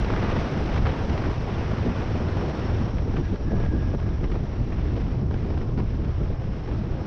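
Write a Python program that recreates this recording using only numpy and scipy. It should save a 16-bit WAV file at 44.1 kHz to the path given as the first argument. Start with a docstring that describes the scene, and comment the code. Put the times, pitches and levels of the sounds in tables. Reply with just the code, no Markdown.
"""Wind buffets the microphone of a camera on a kart driver's helmet, through a long bend.
It is shaped noise: a lumpy rumble, a roar that dulls as the kart slows and a whistling hiss in the port.
Noise bursts make short slaps of air and ticks as of grit; single pressure pushes make pops.
The engine, a few wavering cosines, drones faintly beneath, and the tyres squeal in the turn:
trembling tones edged with noise."""
import sys
import numpy as np
from scipy import signal
from scipy.fft import rfft, irfft, next_fast_len
from scipy.io import wavfile
from scipy.ndimage import uniform_filter1d

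SR = 44100
rng = np.random.default_rng(int(sys.argv[2]) if len(sys.argv) > 2 else 0)


def dump_mix(stems):
    """Bounce the given channels to the path in sys.argv[1] as a 16-bit WAV at rate SR."""
    frames = np.atleast_2d(stems).T  # one column per channel
    limited = np.clip(frames, -1, 1)  # hard clip at full scale
    pcm = np.round(limited * 32767).astype(np.int16)
    wavfile.write(sys.argv[1], SR, pcm)


def elevation(decibels):
    """Turn decibel levels (scalar or array-like) into linear amplitude ratios."""
    levels = np.asarray(decibels, float)
    return 10 ** (levels / 20)


N = 311346  # length in samples
T = np.arange(N) / SR
HOP = 128  # samples between steps of the roar and the gusts


def evened(x):
    """Scales to rms 1."""
    return x / np.sqrt(np.mean(x ** 2) + 1e-20)


def read(points, hz):
    """Reads a spectrum on a log-frequency axis."""
    f, value = np.transpose(points)
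    return np.interp(np.log(hz + 1), np.log(f + 1), value)


def curve(rows, column, t):
    """Reads one column of a table over time."""
    rows = np.asarray(rows)
    return np.interp(t, rows[:, 0], rows[:, column])


def add(mix, s, sound):
    """Mixes a sound in at time s."""
    part = mix[round(s * SR):][:len(sound)]
    part += sound[:len(part)]


def wander(length, smooth):
    """Slow chance of rms 1, twice smoothed over a number of steps."""
    span = max(int(smooth), 1)
    once = uniform_filter1d(rng.standard_normal(length), span)
    return evened(uniform_filter1d(once, span))


def resonate(x, hz, width):
    """Shifts the curve hz down to zero, smooths twice, and shifts back: a steep resonance of gain 1."""
    turn = np.exp(2j * np.pi * np.cumsum(hz * np.ones(len(x))) / SR)
    r = np.exp(-np.pi * width / SR)
    smooth = signal.lfilter([(1 - r) ** 2], [1, -2 * r, r ** 2], x / turn + 1e-18)
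    return 2 * (turn * smooth).real


def coloured(length, points):
    """Noise with the given spectrum, rms 1."""
    size = next_fast_len(length)
    gain = elevation(read(points, np.fft.rfftfreq(size, 1 / SR)))
    noise = irfft(rfft(rng.standard_normal(size)) * gain, size)
    return evened(noise[:length])


def burst(points, shape):
    """Coloured noise under an envelope, with the energy of that envelope."""
    x = coloured(len(shape), points) * shape
    return x * np.linalg.norm(shape) / np.linalg.norm(x)


# engine below the driver, before its wavering: time_s, shaft_turns_hz, level_db
ENGINE_RUN = [(0, 62.4, -49.5), (1.5, 57.7, -34.5), (2.5, 53.5, -34), (3.5, 57.04, -41), (4, 54.03, -39.5),
              (5, 58.43, -36), (6.2, 60.1, -34), (7.06, 59.9, -39.5)]
# orders of the exhaust: multiple of the shaft turns, relative level_db
EXHAUST_ORDERS = [(1, -2), (1.5, -3.5), (2, -0.5), (3, -19.5)]


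def engine():
    """Low orders of a single cylinder, unsteady in pitch and level."""
    shaft_hz = curve(ENGINE_RUN, 1, T) * (1 + 0.03 * wander(N, 2520))
    turns = np.cumsum(shaft_hz) / SR
    orders = sum(elevation(db) * np.cos(2 * np.pi * (k * turns + rng.random())) for k, db in EXHAUST_ORDERS)
    return elevation(curve(ENGINE_RUN, 2, T) + 3.5 * wander(N, 1800)) * evened(orders)


# extra pitch at the onset, its decay time, the fades at both ends, rms wavering of the level
SQUEAL_BITE_HZ, SQUEAL_SETTLE_S, SQUEAL_EDGE_S, SQUEAL_FLUTTER_DB = 40, 0.04, 0.015, 1.5


def squeal(length, hz, db):
    """Rubber sticks and slips: a trembling tone with a fuzzy edge; it bites high and settles."""
    t = np.arange(0, length, 1 / SR)
    hz = hz + SQUEAL_BITE_HZ * np.exp(-t / SQUEAL_SETTLE_S)
    fuzz = evened(resonate(rng.standard_normal(len(t)), hz, 110))
    trembling_hz = hz * (1 + 0.009 * wander(len(t), 400))
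    tone = np.sin(2 * np.pi * np.cumsum(trembling_hz) / SR)
    fade = np.clip(np.minimum(t, length - t) / SQUEAL_EDGE_S, 0, 1)
    level = elevation(db + SQUEAL_FLUTTER_DB * wander(len(t), 700))
    return level * evened(fuzz + 2 * tone) * fade


# tyres on the track in the bend: start_s, length_s, settled pitch_hz, level_db before flutter and fades
TYRE_SQUEALS = [(3.216, 0.075, 1640, -51.5), (3.29, .09, 1620, -57), (3.462, 0.12, 1660, -51),
                (3.581, 0.39, 1640, -52.5), (3.985, 0.2, 1645, -58), (5.635, 0.11, 1060, -56)]


def tyres():
    """The tyres' squeals, each where it starts in the bend."""
    out = np.zeros(N)
    for start, length, hz, db in TYRE_SQUEALS:
        add(out, start, squeal(length, hz, db))
    return out


# air met by the helmet: time_s, head-on stream level_db against the start, side wind level_db
AIR_STREAM = [(0, -0.5, -1), (.5, -0.5, 0.5), (1, -1, -1), (1.5, -3, -1.5), (2, -2.5, -0.5), (2.6, -3, .5),
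              (3.1, -6, 2), (3.6, -6.5, 2.5), (4.2, -8.5, 2), (4.8, -8, 1), (5.4, -8.5, 2), (6, -9, 1),
              (6.5, -9.5, 0), (7.06, -8, 0)]


def head_on_db(t):
    """Strength of the stream met head-on."""
    return curve(AIR_STREAM, 1, t)


def side_wind_db(t):
    """Strength of the wind from the side."""
    return curve(AIR_STREAM, 2, t)


# gusts at the helmet: centre_s, spread_s (standard deviation), lift_db, eddy pitch_hz
WIND_GUSTS = [(0.03, 0.024, 6, 60), (0.136, 0.016, 7, 60), (0.202, 0.05, 1, 1500), (0.28, 0.047, 3, 2380),
              (0.54, 0.057, 2, 210), (0.754, 0.019, 4, 4000), (0.853, 0.055, 6.5, 60),
              (0.867, 0.0071, 8.5, 1200), (1.104, 0.0072, 2, 2700), (1.11, 0.013, 9, 150),
              (1.283, 0.014, 7, 120), (1.882, 0.023, 8, 210), (2.483, 0.012, 5, 210),
              (2.739, 0.063, 1, 2700), (2.831, 0.017, 3, 120), (3.168, 0.0049, 6.5, 1610),
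              (3.201, 0.013, 7.5, 210), (3.326, 0.015, 6.5, 120), (3.537, 0.0056, 11, 350),
              (3.615, 0.029, 4, 1610), (3.747, 0.009, 9, 210), (3.943, 0.0069, 8, 750),
              (4.241, 0.0095, 5.5, 350), (4.247, 0.0082, 4, 2000), (0.42, 0.03, 1, 2700),
              (5.613, 0.015, 2.5, 2700), (4.352, 0.011, 6.5, 1000), (4.616, 0.012, 9.5, 120),
              (4.729, 0.0049, 7.5, 1600), (4.797, 0.018, 3, 1600), (4.976, 0.012, 7, 350),
              (4.986, 0.086, 2, 2700), (5.235, 0.0045, 7, 210), (5.332, 0.017, 2, 350),
              (5.57, 0.05, 3, 500), (5.788, 0.007, 4, 4000), (5.789, 0.0095, 10, 696),
              (6.219, 0.01, 5, 212), (6.315, 0.01, 7.5, 210), (6.717, 0.0058, 6, 500),
              (6.753, 0.011, 1.5, 60), (6.967, 0.053, 1.5, 1000)]
# lulls between them: centre_s, spread_s (standard deviation), negative lift_db, eddy pitch_hz
WIND_LULLS = [(0.055, 0.029, -5, 352), (0.52, 0.044, -5, 60), (0.521, 0.021, -5, 1000),
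              (0.647, 0.014, -4, 1000), (0.812, 0.013, -4.5, 1600), (0.958, 0.018, -18, 60),
              (1.06, 0.02, -4.5, 1600), (1.218, 0.013, -6, 121), (1.34, 0.014, -17, 120),
              (1.404, 0.048, -2, 1600), (1.467, 0.015, -10, 60), (1.58, 0.036, -1.5, 210),
              (1.943, 0.014, -9, 120), (2.04, 0.018, -5, 120), (2.45, 0.012, -7, 60),
              (2.55, 0.027, -17, 61), (2.653, 0.025, -8, 60), (2.906, 0.014, -10, 120),
              (2.938, 0.021, -4, 1590), (3.053, 0.022, -2.5, 2700), (3.226, 0.0087, -6, 1594),
              (3.254, 0.033, -5.5, 350), (3.375, 0.021, -19, 120), (3.417, 0.058, -4, 1590),
              (3.702, 0.0068, -9.5, 500), (3.724, 0.027, -2.5, 2700), (3.846, 0.0086, -5, 352),
              (3.965, 0.0087, -10, 1610), (3.996, 0.017, -7, 210), (4.168, 0.01, -5, 350),
              (4.288, 0.008, -4, 1000), (4.5, 0.1, -5.5, 120), (4.664, 0.0083, -5.5, 1000),
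              (5.26, 0.041, -5.5, 2700), (5.388, 0.014, -5.5, 350), (5.657, 0.016, -5.5, 2000),
              (5.68, 0.025, -4, 210), (5.743, 0.03, -6.5, 2000), (5.885, 0.02, -4.5, 346),
              (5.994, 0.012, -4, 2700), (6.145, 0.02, -8, 210), (6.356, 0.041, -1, 5600),
              (6.38, 0.021, -18, 118), (6.63, 0.027, -9, 120), (6.976, 0.0087, -14, 60),
              (7.042, 0.011, -15, 60)]
REACH_OCT = 0.98  # standard deviation of a gust or lull around its pitch


def swing_db(t, hz):
    """Gusts and lulls as felt at the given pitches: each a bell in time and in octaves."""
    s, spread, db, centre = np.transpose(WIND_GUSTS + WIND_LULLS)
    bells = db[:, None] * np.exp(-0.5 * ((t - s[:, None]) / spread[:, None]) ** 2)
    octaves = np.log2((np.atleast_1d(hz)[:, None] + 1) / centre)
    return np.exp(-0.5 * (octaves / REACH_OCT) ** 2) @ bells


def swing_at(hz):
    """The same for one pitch, sample by sample."""
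    return np.interp(T, T[::HOP], swing_db(T[::HOP], hz)[0])


# sharp ticks, as of grit on the casing: start_s, nominal peak level_db before the dulling
GRIT_TICKS = [(0.388, -28), (0.5631, -34), (0.8585, -25), (0.871, -26), (0.8948, -33), (1.0979, -27),
              (1.1767, -26), (1.7833, -34), (1.8143, -30), (2.6698, -37), (2.9826, -34), (3.1695, -33),
              (3.252, -35), (3.9475, -37), (3.9998, -34), (4.0895, -34), (4.1814, -42), (4.2406, -33),
              (4.3173, -33.5), (4.7696, -38), (4.9641, -34.5), (5.0652, -36), (5.3413, -32), (5.5034, -41),
              (5.691, -44), (5.7864, -35), (5.803, -33), (6.7461, -36), (6.8394, -46)]
# spectrum of a tick: pitch_hz, relative level_db per Hz
TICK_SPECTRUM = [(250, -30.5), (600, 0.5), (1500, -5), (3000, -12.5), (5500, -25.5), (7000, -38.5),
                 (12000, -91.5)]
TICK_S, TICK_RISE_S, TICK_CREST_DB = 0.0028, 0.00054, 1  # decay, rise, allowance for noise peaks


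def ticks():
    """Short dry ticks with a quick front, dulled above the port's reach."""
    out = np.zeros(N)
    t = np.arange(768) / SR
    shape = (1 - np.exp(-(t / TICK_RISE_S) ** 2)) * np.exp(-t / TICK_S)
    for s, db in GRIT_TICKS:
        add(out, s, elevation(db - TICK_CREST_DB) * burst(TICK_SPECTRUM, shape))
    return signal.sosfilt(signal.butter(6, 6300, fs=SR, output="sos"), out)


# eddies bursting on the microphone port: centre_s, level_db (the peak lies 3.5 dB lower)
PORT_POPS = [(0.048, -21), (0.106, -21), (0.218, -20), (0.253, -13), (0.4, -19), (0.902, -18), (1.109, -21),
             (1.122, -19), (1.853, -20), (1.879, -16), (1.899, -20), (2.175, -21), (3.14, -18),
             (3.174, -21), (3.336, -21.5), (3.533, -14), (3.744, -15.5), (3.92, -21), (4.244, -15),
             (4.3625, -13), (4.616, -24), (4.966, -23), (5.311, -20), (5.505, -22), (5.78, -18),
             (5.804, -14), (6.715, -24), (6.953, -22)]
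POP_S = 0.0006  # standard deviation of the narrow bell


def pops():
    """Each pop is one quick push or suck with a shallow rebound on either side."""
    out = np.zeros(N)
    u = np.arange(-256, 256) / SR / POP_S
    # a wider bell of equal area, taken away, leaves the rebounds
    push = np.exp(-u ** 2 / 2) - np.exp(-(u / 3) ** 2 / 2) / 3
    for (s, db), sign in zip(PORT_POPS, rng.choice([-1., 1.], len(PORT_POPS))):
        add(out, s - 256 / SR, sign * elevation(db) * push)
    return out


# slaps of air on the microphone: start_s, nominal puff peak level_db, crack level_db
AIR_SLAPS = [(0.044, -16, -32.5), (0.101, -11.5, -34), (0.134, -14, -29.5), (0.162, -20, -31),
             (0.184, -17, -45), (0.225, -12.5, -31), (0.364, -17.5, -35.5), (0.519, -25, -43),
             (0.759, -17, -32), (0.775, -18, -33), (0.853, -16, -31), (0.866, -16, -29), (0.889, -23, -34),
             (0.9, -24, -35), (1.097, -25, -37), (1.257, -22, -39), (2.283, -26, -39), (2.968, -27, -46.5),
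             (3.137, -22, -42), (3.165, -27, -39), (3.357, -31, -40.5), (3.519, -19, -49), (3.6, -17, -41),
             (3.637, -19, -45), (3.946, -22, -46), (4.232, -24, -42), (4.319, -31, -41), (4.352, -24, -46),
             (5.309, -21, -40), (5.339, -19, -48), (5.502, -21, -43), (5.574, -22, -41), (5.615, -28, -44),
             (5.689, -22, -55), (5.775, -28, -39), (5.797, -30, -40), (6.303, -31, -54), (6.712, -24, -43),
             (6.838, -34, -58)]
# body of a slap: pitch_hz, relative level_db per Hz
PUFF_SPECTRUM = [(150, -37.5), (300, 1), (450, 6.5), (1100, -12), (1600, -25), (3000, -60.5), (8000, -120)]
# edge of a slap: pitch_hz, relative level_db per Hz
CRACK_SPECTRUM = [(450, -38.5), (900, -0.5), (1400, 2), (2500, -8), (4000, -15.5), (6000, -28.5),
                  (7200, -48), (12000, -99)]
SLAP_S, PUFF_CREST_DB = 0.0059, 9  # decay of the puff, allowance for its peaks


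def slaps():
    """Each slap is a short dull puff together with a brighter crack."""
    out = np.zeros(N)
    t = np.arange(2048) / SR / SLAP_S
    rise = 1 - np.exp(-(5.6 * t) ** 2)
    for s, db, crack_db in AIR_SLAPS:
        puff = burst(PUFF_SPECTRUM, rise * np.exp(-t ** 1.8))
        crack = burst(CRACK_SPECTRUM, rise * np.exp(-(0.72 * t) ** 1.9))
        add(out, s, elevation(db - PUFF_CREST_DB) * puff + elevation(crack_db) * crack)
    return out


# cavity modes of the microphone port: factor on the whistle, width_hz, level_db, share of the lean
PORT_MODES = [(.925, 170.5, -1.5, -1), (0.999, 170, 1.5, 0), (1.045, 258, -6.5, 0.58)]
# the whistle drifts as the head turns in the stream:
# time_s, pitch_hz before a slight wavering, sharpness 0-1, lean_db from the low mode to the high one
WHISTLE_DRIFT = [(0, 5680, 0, 1.5), (1.9, 5660, 0, 2.5), (2.2, 5420, 0.4, 4.5), (2.5, 5420, 0.7, 5.5),
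                 (2.8, 5550, 0.8, 6.5), (2.95, 5590, .85, 3.5), (3.25, 5610, 0.9, 3),
                 (3.45, 5620, 0.7, -1.5), (4.3, 5660, 0.67, 0.5), (4.7, 5620, 0.4, 0),
                 (5.1, 5620, 0.3, -1.5), (5.35, 5600, 0.1, 0), (5.65, 5400, 0.4, 2.5),
                 (6.2, 5430, 0.5, 1.5), (7.06, 5500, 0.7, 1)]
HISS_DB, PORT_HZ = -57.5, 5600  # base level, pitch at which it feels the gusts
WHISTLE_LIFT_DB = 2.5  # a sharp whistle is louder than the blur


def port_hiss():
    """Air across the port makes its cavity whistle; head-on the whistle blurs into one wide band."""
    air = rng.standard_normal(N) * elevation(1.4 * wander(N, 400))
    hz = curve(WHISTLE_DRIFT, 1, T) * (1 + 0.004 * wander(N, 2500))
    sharp, lean_db = curve(WHISTLE_DRIFT, 2, T), curve(WHISTLE_DRIFT, 3, T)
    modes = np.zeros(N)
    for k, width, db, share in PORT_MODES:
        modes += elevation(db + share * lean_db) * resonate(air, k * hz, width) / np.sqrt(width)
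    blur = coloured(N, [(3500, -40.5), (4900, -2), (5500, 1.5), (5950, -4.0),
                        (6500, -25.5), (8000, -69.5), (12000, -110)])
    level_db = HISS_DB + head_on_db(T) + swing_at(PORT_HZ) + WHISTLE_LIFT_DB * sharp
    level_db += 0.5 * wander(N, 1500)
    return elevation(level_db) * (np.sqrt(sharp) * evened(modes) + np.sqrt(1 - sharp) * blur)


# small eddies close to the microphone at full speed: pitch_hz, relative level_db per Hz
FAST_SPECTRUM = [(220, -21), (330, -3.5), (450, -6.5), (900, -11.5), (1700, -18.5), (3050, -26),
                 (4500, -34), (5900, -38), (7000, -53.5), (10300, -64), (11800, -78)]
# small eddies in the bend: pitch_hz, relative level_db per Hz
SLOW_SPECTRUM = [(220, -20.5), (330, -4), (400, -7.5), (480, -12), (1100, -22), (1900, -28.5),
                 (3090, -34.5), (4550, -40.5), (5900, -46.5), (7000, -60), (9800, -71), (11000, -88.5)]
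# slowing for the bend: time_s, share of the slow roar 0-1
BEND_SLOWING = [(0, 0.08), (1.5, 0.1), (2.7, 0.53), (3.1, 0.94), (7.06, 1)]
# flutter of the roar: pitch_hz, rms depth_db
ROAR_FLUTTER = [(200, 3), (600, 1.1), (2000, 1.06), (6000, 1.4)]
ROAR_DB = -31.5  # base level, set by the 400-1300 Hz band


def roar():
    """Small eddies: short noise spectra with patches; a quick flutter shakes the lowest pitches most."""
    frames, hz = N // HOP + 8, np.fft.rfftfreq(512, 1 / SR)
    t = np.arange(frames) * HOP / SR
    a, b, patches = rng.standard_normal((frames, len(hz), 3)).T
    patches = uniform_filter1d(uniform_filter1d(patches, size=8, axis=0), size=8, axis=1)
    slow = curve(BEND_SLOWING, 1, t)
    fast_db, slow_db = (read(s, hz)[:, None] for s in (FAST_SPECTRUM, SLOW_SPECTRUM))
    shape = elevation((1 - slow) * fast_db + slow * slow_db)
    middle = shape[(hz > 400) & (hz < 1300)]
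    shape /= np.sqrt((middle ** 2).sum(axis=0))
    flutter_db = read(ROAR_FLUTTER, hz)[:, None] * wander(frames, 2.5)
    field_db = ROAR_DB + head_on_db(t) + swing_db(t, hz) + flutter_db + 0.79 * evened(patches)
    spectra = (a + 1j * b) * shape * elevation(field_db)
    return signal.istft(spectra, nperseg=512, noverlap=512 - HOP)[1][:N]


# large eddies on the microphone, before saturation and dulling: pitch_hz, relative level_db per Hz
RUMBLE_SPECTRUM = [(9, -30.5), (15, -1.5), (32, -1), (80, 0.5), (125, -4), (150, -11), (250, -32)]
# middle eddies: pitch_hz, relative level_db per Hz
THUMP_SPECTRUM = [(60, -63), (100, -24), (140, -0.5), (200, -3), (300, -9), (360, -19), (600, -44.5),
                  (1500, -110)]
RUMBLE_DB, THUMP_DB = -25.5, -29.5  # base levels
RUMBLE_HZ, THUMP_HZ = 60, 210  # pitches at which they feel the gusts
THUMP_HEAD, THUMP_SIDE = 0.58, 0.99  # share of each stream's dB that the thumps follow


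def rumble():
    """Big eddies press on the diaphragm, which saturates and evens their lumps; middle ones thump in surges."""
    lumps = evened(np.tanh(0.44 * coloured(N, RUMBLE_SPECTRUM)))
    smooth = signal.sosfilt(signal.butter(3, 190, fs=SR, output="sos"), lumps)
    thumps = evened(coloured(N, THUMP_SPECTRUM) * elevation(1.57 * wander(N, 560)))
    side_db = side_wind_db(T)
    rumble_db = RUMBLE_DB + side_db + swing_at(RUMBLE_HZ)
    thump_db = THUMP_DB + THUMP_HEAD * head_on_db(T) + THUMP_SIDE * side_db + swing_at(THUMP_HZ)
    return elevation(rumble_db) * smooth + elevation(thump_db) * thumps


def scene():
    """Wind layers, engine and tyres meet at one microphone."""
    wind = rumble() + roar() + port_hiss() + slaps() + pops() + ticks()
    return (wind + engine() + tyres())[None]


def band_limit(x):
    """A steep low-pass at the top of the band."""
    return signal.sosfilt(signal.butter(12, 12000, fs=SR, output="sos"), x)


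# threshold, share of the excess dB taken off, fall of the held excess
CEILING_DB, SQUEEZE, RECOVER_DB_PER_S = -21, 0.45, 200


def record(dry):
    """A quick limiter pulls down the surges and the microphone stage rounds off the peaks."""
    power_db = 10 * np.log10(abs(uniform_filter1d(dry[0] ** 2, size=600)) + 1e-12)
    fall = T * RECOVER_DB_PER_S
    # peaks are held, then let down at a steady rate
    held_db = np.maximum.accumulate(power_db + fall) - fall
    over_db = np.maximum(held_db - CEILING_DB, 0)
    limited = dry / elevation(SQUEEZE * uniform_filter1d(over_db, size=300))
    knee = 0.59
    rounded = knee * np.tanh(limited / knee)
    return band_limit(rounded)


dry = scene()
out = record(dry)
dump_mix(out)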